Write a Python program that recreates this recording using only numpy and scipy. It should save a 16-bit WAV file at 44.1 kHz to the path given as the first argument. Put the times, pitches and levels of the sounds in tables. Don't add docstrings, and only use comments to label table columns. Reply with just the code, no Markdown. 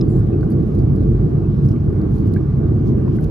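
import sys
import numpy as np
from scipy import signal
from scipy.fft import rfft, irfft, next_fast_len
from scipy.io import wavfile
from scipy.ndimage import uniform_filter1d, map_coordinates

SR = 44100
rng = np.random.default_rng(int(sys.argv[2]) if len(sys.argv) > 2 else 0)


def put_to_file(sound):
    columns = np.atleast_2d(sound).T
    safe = np.clip(columns, -1, 1)
    whole_steps = np.round(safe * 32767)
    wavfile.write(sys.argv[1], SR, whole_steps.astype(np.int16))


def ratio_of_db(decibels):
    return 10 ** (np.asarray(decibels, float) / 20)


N = 145530

# (frequency [Hz], density [dB per Hz])
RUMBLE_SPECTRUM = [(26, -33), (45, -5), (70, -4.5), (119, 0), (140, 2), (172, -7), (195, -6), (220, -12),
                   (290, -37), (480, -120)]
ROAR_SPECTRUM = [(130, -29), (220, 0), (269, -6.5), (333, -0.5), (388, -9), (425, -7.5), (505, -20.5),
                 (800, -28.5), (1040, -63), (1760, -120)]
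AIRFLOW_SPECTRUM = [(470, -34), (800, -1.5), (998, -3.5), (1170, -2), (1330, -10), (1440, -6.5),
                    (1650, -11), (1900, -20.5), (2140, -19.5), (3000, -26), (3900, -57.5), (6600, -120)]
VENT_SPECTRUM = [(2300, -29), (3000, 1), (3600, 0.5), (4500, 0), (6300, -6.5), (8800, -6.5), (9150, -9.5),
                 (9400, -49.5)]
HISS_SPECTRUM = [(8900, -42.5), (9200, -2), (9600, 3.5), (10100, -5), (13000, -8.5), (14000, -7.5),
                 (15700, -17), (15900, -61)]
# (time [s], level [dB])
SHAFT_LEVEL = [(0.0, -22), (0.62, -32.5), (0.67, -22.5), (0.96, -23), (1.13, -17), (1.4, -33.5),
               (1.86, -34), (1.95, -25.5), (3.07, -31), (3.13, -44), (3.23, -29.5), (3.3, -22.5)]
# (frequency [Hz], left-right likeness [0-1], left phase lead [rad], left over right [dB])
STEREO_LOW = [(45, .995, -.1, -.4), (80, .985, -.18, -.8), (150, .95, -.32, -1.4), (400, .72, -.8, -1.6),
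              (650, .1, -1.5, -1), (950, .3, -3.6, -1.5), (1120, .4, -5.9, -2.3), (1550, .3, -8.7, -2.4),
              (1800, .45, -12.2, 3), (2600, .45, -12, .5)]
STEREO_MID = [(3000, .4, .7, .7), (4500, .25, .6, 2.2), (6500, .4, -1, .4), (7100, .5, -2.4, .3),
              (7500, .9, -np.pi, 0), (8100, 1, -np.pi, 0), (8700, 1, -np.pi, 0), (9300, .4, -4.2, 0)]
STEREO_TOP = [(9300, .4, 2, 0), (10000, .5, .5, 0), (10700, .88, 0, 0), (11500, 1, 0, 0), (13000, 1, 0, 0),
              (13600, .4, -1, 0), (14200, .8, -np.pi, 0), (15000, .99, -np.pi, 0)]
# (frequency [Hz], level [dB])
FOIL_LOW = [(2200, -34), (2800, -9), (3800, -3.5), (5000, -4.5), (7000, -6), (7600, -4), (8600, -22),
            (9200, -39)]
FOIL_HIGH = [(7300, -40.5), (7800, -17.5), (9100, -6), (9600, 0.5), (13000, -2), (15500, -11), (15900, -63)]
# (start [s], length [s], low part [dB], bright part [dB])
RUSTLES = [(0.002, .028, -65, -72), (0.43, .022, -66, -70), (0.745, .016, -62, -63), (0.786, .02, -67, -70),
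           (0.95, .022, -66, -68), (2.336, .007, -53, -61), (2.361, .014, -66, -66),
           (3.238, .013, -54, -62), (0.078, .13, -74, -70), (0.497, .035, -62, -59),
           (1.642, .11, -66.5, -78), (2.08, 0.16, -64, -67), (2.254, 0.044, -63.5, -65.5),
           (2.829, .1, -62, -71), (3.119, .07, -64, -68), (3.209, .03, -66, -69), (3.222, .014, -60, -64)]
# (time [s], lower partial [Hz], upper partial [Hz], level [dB])
SQUEAK = [
    (0.069, 7530, 8840, -87),
    (0.094, 7540, 9100, -68),
    (.15, 7230, 8760, -70.5),
    (.2, 7700, 8900, -67),
    (.22, 7900, 9000, -93),
]
# (time [s], peak [dB], pitch [Hz], bright part [dB], left over right [dB])
CRACKLES = [(0.0122, -45, 6350, -61, 1), (0.195, -58, 4600, -65.5, 2), (0.431, -53.5, 4600, -69.5, -3.5),
            (0.671, -59, 4590, -62, 3), (1.632, -55.5, 4640, -65, 3.5), (1.6525, -54.5, 5200, -70, 9.5),
            (1.661, -53.5, 5500, -69, 4.5), (1.667, -56.5, 5200, -72.5, 7.5), (1.698, -57, 5300, -70.5, 4),
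            (1.707, -56.5, 5200, -69.5, 6), (1.761, -53.5, 4090, -74, 7.5), (1.804, -54, 5260, -74, 3),
            (1.93, -60.5, 4800, -62.5, 2.5), (2.272, -55, 4800, -62.5, 3), (2.325, -64, 4800, -62.5, 3.5),
            (3.157, -61, 4720, -64, -3), (0.1169, -66, 4600, -62.5, -4.5), (0.2703, -57.5, 4500, -64.5, -3),
            (0.4096, -51, 4500, -67.5, -6.5), (0.5025, -53.5, 4650, -56, -5),
            (0.5162, -55.5, 4540, -63, 2.5), (0.6275, -53, 4510, -62.5, -3), (0.75, -54, 4300, -59.5, 7.5),
            (0.7885, -51.5, 4690, -58, -2), (0.9614, -53, 4520, -58.5, 4), (1.647, -49, 4500, -68.5, 10.5),
            (1.6566, -52.5, 5400, -61.5, 17), (1.6872, -42.5, 4970, -59.5, 10),
            (1.7155, -47.5, 5200, -66.5, 6), (1.7265, -48, 5200, -69, 5), (2.0157, -52.5, 4360, -62, 3),
            (2.1816, -52.5, 4630, -66, -10), (2.2557, -52.5, 4600, -68.5, 4), (2.3379, -41, 4550, -54.5, 9),
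            (2.3635, -53.5, 3950, -63.5, 2), (3.1325, -60, 5890, -64.5, -3),
            (3.1674, -58, 4370, -59.5, 8.5), (3.2099, -60, 4450, -55, 1.0), (3.2404, -51, 6030, -55, 0)]
# (frequency [Hz], level [dB], T60 [s])
SNAP_MODES = [(2600, -14, .012), (3550, -11, .014), (3950, -5, .015), (5150, 0, .015), (5420, -8, .013),
              (6400, -16, .014)]
# (time [s], peak [dB], pitch [Hz], T60 [s], upper mode [dB])
TAPS = [(0.326, -53.5, 2560, 0.11, -20), (0.4285, -38, 1170, 0.022, -12), (0.429, -30.5, 1480, 0.026, -28),
        (0.513, -53, 4650, 0.06, -20), (0.789, -56, 4700, 0.06, -20), (1.44, -62, 2600, 0.2, -20),
        (1.686, -44, 2400, 0.011, -12), (1.716, -48, 3000, 0.015, -20), (1.761, -41, 2230, 0.015, -16),
        (2.362, -26, 1600, 0.021, -16), (2.369, -41, 1700, 0.04, -6), (3.078, -25, 995, 0.016, -9),
        (3.079, -37, 1900, 0.011, -4), (3.185, -31, 1500, 0.022, -8), (3.24, -45, 2600, 0.015, -8)]
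# (frequency [Hz], level [dB])
CLICK_COLOUR = [(500, -30), (800, 0), (1600, -4), (2600, -14), (4000, -60)]
# (start [s], length [s], level [dB])
LOW_RUSTLE = (3.08, .11, -61.5)
# (frequency [Hz], level [dB])
LOW_RUSTLE_COLOUR = [(1700, -22), (2300, 1), (3400, -2), (4200, -29)]

RUMBLE_DB, ROAR_DB, AIRFLOW_DB, VENT_DB, HISS_DB = -15.5, -22.5, -47.5, -65.5, -74
SHAFT_HZ, SHAFT_DRIFT_HZ, SHAFT_DB = 50.78, 0.8, 3
PORT_LAG_S = 0.00002
RUSTLE_GRAIN_DB, SQUEAK_BLUR_HZ, SQUEAK_DB = 3, 250, 10.5
CRACKLE_T60_S, CRACKLE_DB, CRACKLE_RISE_S = 0.013, 4.5, 0.00036
TICK_T60_S, TICK_DB, STRAY_DB = 0.009, 8.5, -7
RING_FROM_DB, RING_SPAN_DB = -60, 55
BLUR_HZ, BLUR_DB, PUFF_DB = 1300, -6, -12
SNAP_S, SNAP_RISE_S, SNAP_DB, SNAP_PAN_DB = 0.0112, 0.0009, -23.5, 1
TAP_DB, TAP_UPPER_RATIO, TAP_PAN_DB, TAP_RISE_S = 2.5, 1.348, -2, 0.0012
CLICK_DB, CLICK_T60_S = -9, 0.012
LOW_CUT_HZ, LOW_CUT_ORDER = 55.8, 1.9


def unit(x):
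    return x / np.sqrt(np.mean(x ** 2) + 1e-20)


def along(points, hz):
    f, v = np.transpose(points)
    return np.interp(np.log(hz + 1), np.log(f + 1), v)


def wobble(rate_hz):
    knots = rng.standard_normal(int(N * rate_hz / SR) + 4)
    return map_coordinates(knots, [np.arange(N) * rate_hz / SR])


def filtered(x, response):
    m = next_fast_len(N + 8192)
    return irfft(rfft(x, m) * response(np.fft.rfftfreq(m, 1 / SR)), m)[..., :N]


def coloured_noise(colour):
    return unit(filtered(rng.standard_normal(N), lambda hz: ratio_of_db(along(colour, hz))))


def half_sine(start_s, length_s):
    return np.sin(np.pi * np.clip((np.arange(N) / SR - start_s) / length_s, 0, 1))


def ports(x, pan_db):
    return x * ratio_of_db(np.array([[pan_db / 2], [-pan_db / 2]]))


def lagged(pair):
    return filtered(pair, lambda hz: np.exp(np.outer([-1, 1], 1j * np.pi * hz * PORT_LAG_S)))


def spread(pair, table, spectrum):
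    table_hz, likeness, lead_rad, lean_db = np.transpose(table)

    def mix(hz):
        angle = np.arccos(np.clip(np.interp(hz, table_hz, likeness), 0, 1)) / 2
        return np.array([np.cos(angle), np.sin(angle)])

    def balance(hz):
        level_db = along(spectrum, hz) + np.outer([.5, -.5], np.interp(hz, table_hz, lean_db))
        phase = np.outer([.5, -.5], 1j * np.interp(hz, table_hz, lead_rad))
        return ratio_of_db(level_db) * np.exp(phase)

    common, difference = filtered(pair, mix)
    return filtered(np.array([common + difference, common - difference]), balance)


def rush(spectrum, table, patchy_db, swell_db):
    z = signal.stft(rng.standard_normal((2, N)), nperseg=512)[2]
    field = uniform_filter1d(rng.standard_normal(z.shape[1:]), size=6, axis=0)
    field = uniform_filter1d(field, size=14, axis=1)
    pair = signal.istft(z * ratio_of_db(patchy_db * unit(field)), nperseg=512)[1][:, :N]
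    swell = ratio_of_db(swell_db * (wobble(1.6) + wobble(7)))
    return unit(spread(pair, table, spectrum)) * swell


def cabin():
    hz = SHAFT_HZ + SHAFT_DRIFT_HZ * wobble(2.3)
    level_db = SHAFT_DB + np.interp(np.arange(N) / SR, *np.transpose(SHAFT_LEVEL))
    shaft = ratio_of_db(level_db) * np.sin(2 * np.pi * np.cumsum(hz) / SR)
    rumble = ratio_of_db(RUMBLE_DB) * rush(RUMBLE_SPECTRUM, STEREO_LOW, patchy_db=-0.9, swell_db=0.08)
    roar = ratio_of_db(ROAR_DB) * rush(ROAR_SPECTRUM, STEREO_LOW, patchy_db=1.75, swell_db=1.0)
    airflow = ratio_of_db(AIRFLOW_DB) * rush(AIRFLOW_SPECTRUM, STEREO_LOW, patchy_db=1.3, swell_db=0.15)
    vent = ratio_of_db(VENT_DB) * rush(VENT_SPECTRUM, STEREO_MID, patchy_db=1.8, swell_db=0.7)
    hiss = ratio_of_db(HISS_DB) * rush(HISS_SPECTRUM, STEREO_TOP, patchy_db=2.5, swell_db=-0.7)
    return shaft + rumble + roar + airflow + vent + hiss


def rustles():
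    out = np.zeros((2, N))
    low = np.array([coloured_noise(FOIL_LOW), coloured_noise(FOIL_LOW)])
    high = np.array([coloured_noise(FOIL_HIGH), coloured_noise(FOIL_HIGH)])
    grain = unit(ratio_of_db(RUSTLE_GRAIN_DB * wobble(160)))
    for start_s, length_s, low_db, bright_db in RUSTLES:
        out += half_sine(start_s, length_s) * grain * (ratio_of_db(low_db) * low + ratio_of_db(bright_db) * high)
    return out


def squeak():
    time, out = np.arange(N) / SR, np.zeros((2, N))
    knot_s, lower_hz, upper_hz, db = np.transpose(SQUEAK)
    on = (time > knot_s[0]) & (time < knot_s[-1])
    level = on * ratio_of_db(np.interp(time, knot_s, db) + SQUEAK_DB)
    for hz in (lower_hz, upper_hz):
        pitch = np.interp(time, knot_s, hz) + SQUEAK_BLUR_HZ * np.array([wobble(640), wobble(420)])
        out += level * np.sin(2 * np.pi * np.cumsum(pitch, axis=1) / SR)
    return out


def bag():
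    return spread(rustles() + squeak(), STEREO_MID + STEREO_TOP[1:], [(100, 0.0031)])


def hardest_snap():
    t = np.arange(SR // 10) / SR
    modes = sum(ratio_of_db(db - 60 * t / t60_s) * np.sin(2 * np.pi * hz * t) for hz, db, t60_s in SNAP_MODES)
    rise = (1 - np.exp(-t / SNAP_RISE_S)) ** 2
    return ports(ratio_of_db(SNAP_DB) * modes * rise, SNAP_PAN_DB)


def crackles():
    low = coloured_noise(FOIL_LOW)
    high = np.array([coloured_noise(FOIL_HIGH), coloured_noise(FOIL_HIGH)])
    rings, ticks = np.zeros((2, N)), np.zeros((2, N))
    blur = unit(wobble(BLUR_HZ)) + 1j * unit(wobble(BLUR_HZ))
    for start_s, db, hz, bright_db, pan_db in CRACKLES:
        i = round(start_s * SR)
        t = np.arange(min(SR // 10, N - i)) / SR
        span = slice(i, i + len(t))
        rise = 1 - np.exp(-t / CRACKLE_RISE_S)
        share = np.clip((db - RING_FROM_DB) / RING_SPAN_DB, 0, 1)
        scattered = ratio_of_db(BLUR_DB) * np.real(blur[span] * np.exp(2j * np.pi * hz * t))
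        puff = ratio_of_db(PUFF_DB) * low[span]
        body = share * np.sin(2 * np.pi * hz * t) + (1 - share) * (scattered + puff)
        ring = rise * ratio_of_db(db + CRACKLE_DB - 60 * t / CRACKLE_T60_S) * body
        rings[:, span] += ports(ring, pan_db)
        ticks[:, span] += rise * ratio_of_db(bright_db + TICK_DB - 60 * t / TICK_T60_S) * high[:, span]
    snap = hardest_snap()
    rings[:, round(SNAP_S * SR):][:, :snap.shape[1]] += snap
    spread_ticks = spread(ticks, STEREO_MID + STEREO_TOP[1:], [(100, 0.0014)])
    return lagged(rings) + ratio_of_db(STRAY_DB) * ticks + spread_ticks


def taps():
    out, t = np.zeros((2, N + SR)), np.arange(SR // 8) / SR
    rise = (1 - np.exp(-t / TAP_RISE_S)) ** 2
    nail = coloured_noise(CLICK_COLOUR)
    for start_s, db, hz, t60_s, upper_db in TAPS:
        upper = ratio_of_db(upper_db) * np.sin(2 * np.pi * TAP_UPPER_RATIO * hz * t)
        modes = np.sin(2 * np.pi * hz * t) + upper
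        knock = ratio_of_db(db + TAP_DB - 60 * t / t60_s) * modes
        noise = nail[round(start_s * SR / 2):][:len(t)]
        click = ratio_of_db(db + CLICK_DB - 60 * t / CLICK_T60_S) * noise
        out[:, round(start_s * SR):][:, :len(t)] += ports(rise * (knock + click), TAP_PAN_DB)
    return lagged(out[:, :N])


def low_rustle():
    start_s, length_s, db = LOW_RUSTLE
    grain = unit(ratio_of_db(3 * wobble(120)))
    return ratio_of_db(db) * half_sine(start_s, length_s) * grain * coloured_noise(LOW_RUSTLE_COLOUR)


def tray():
    return taps() + low_rustle()


def scene():
    return cabin() + bag() + crackles() + tray()


def band_limit(x):
    return signal.sosfilt(signal.butter(12, 15820, fs=SR, output="sos"), x)


def record(dry):
    mix = filtered(dry, lambda hz: (1 + (LOW_CUT_HZ / (hz + 1)) ** 8) ** (-LOW_CUT_ORDER / 8))
    return band_limit(mix)


dry = scene()
out = record(dry)
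put_to_file(out)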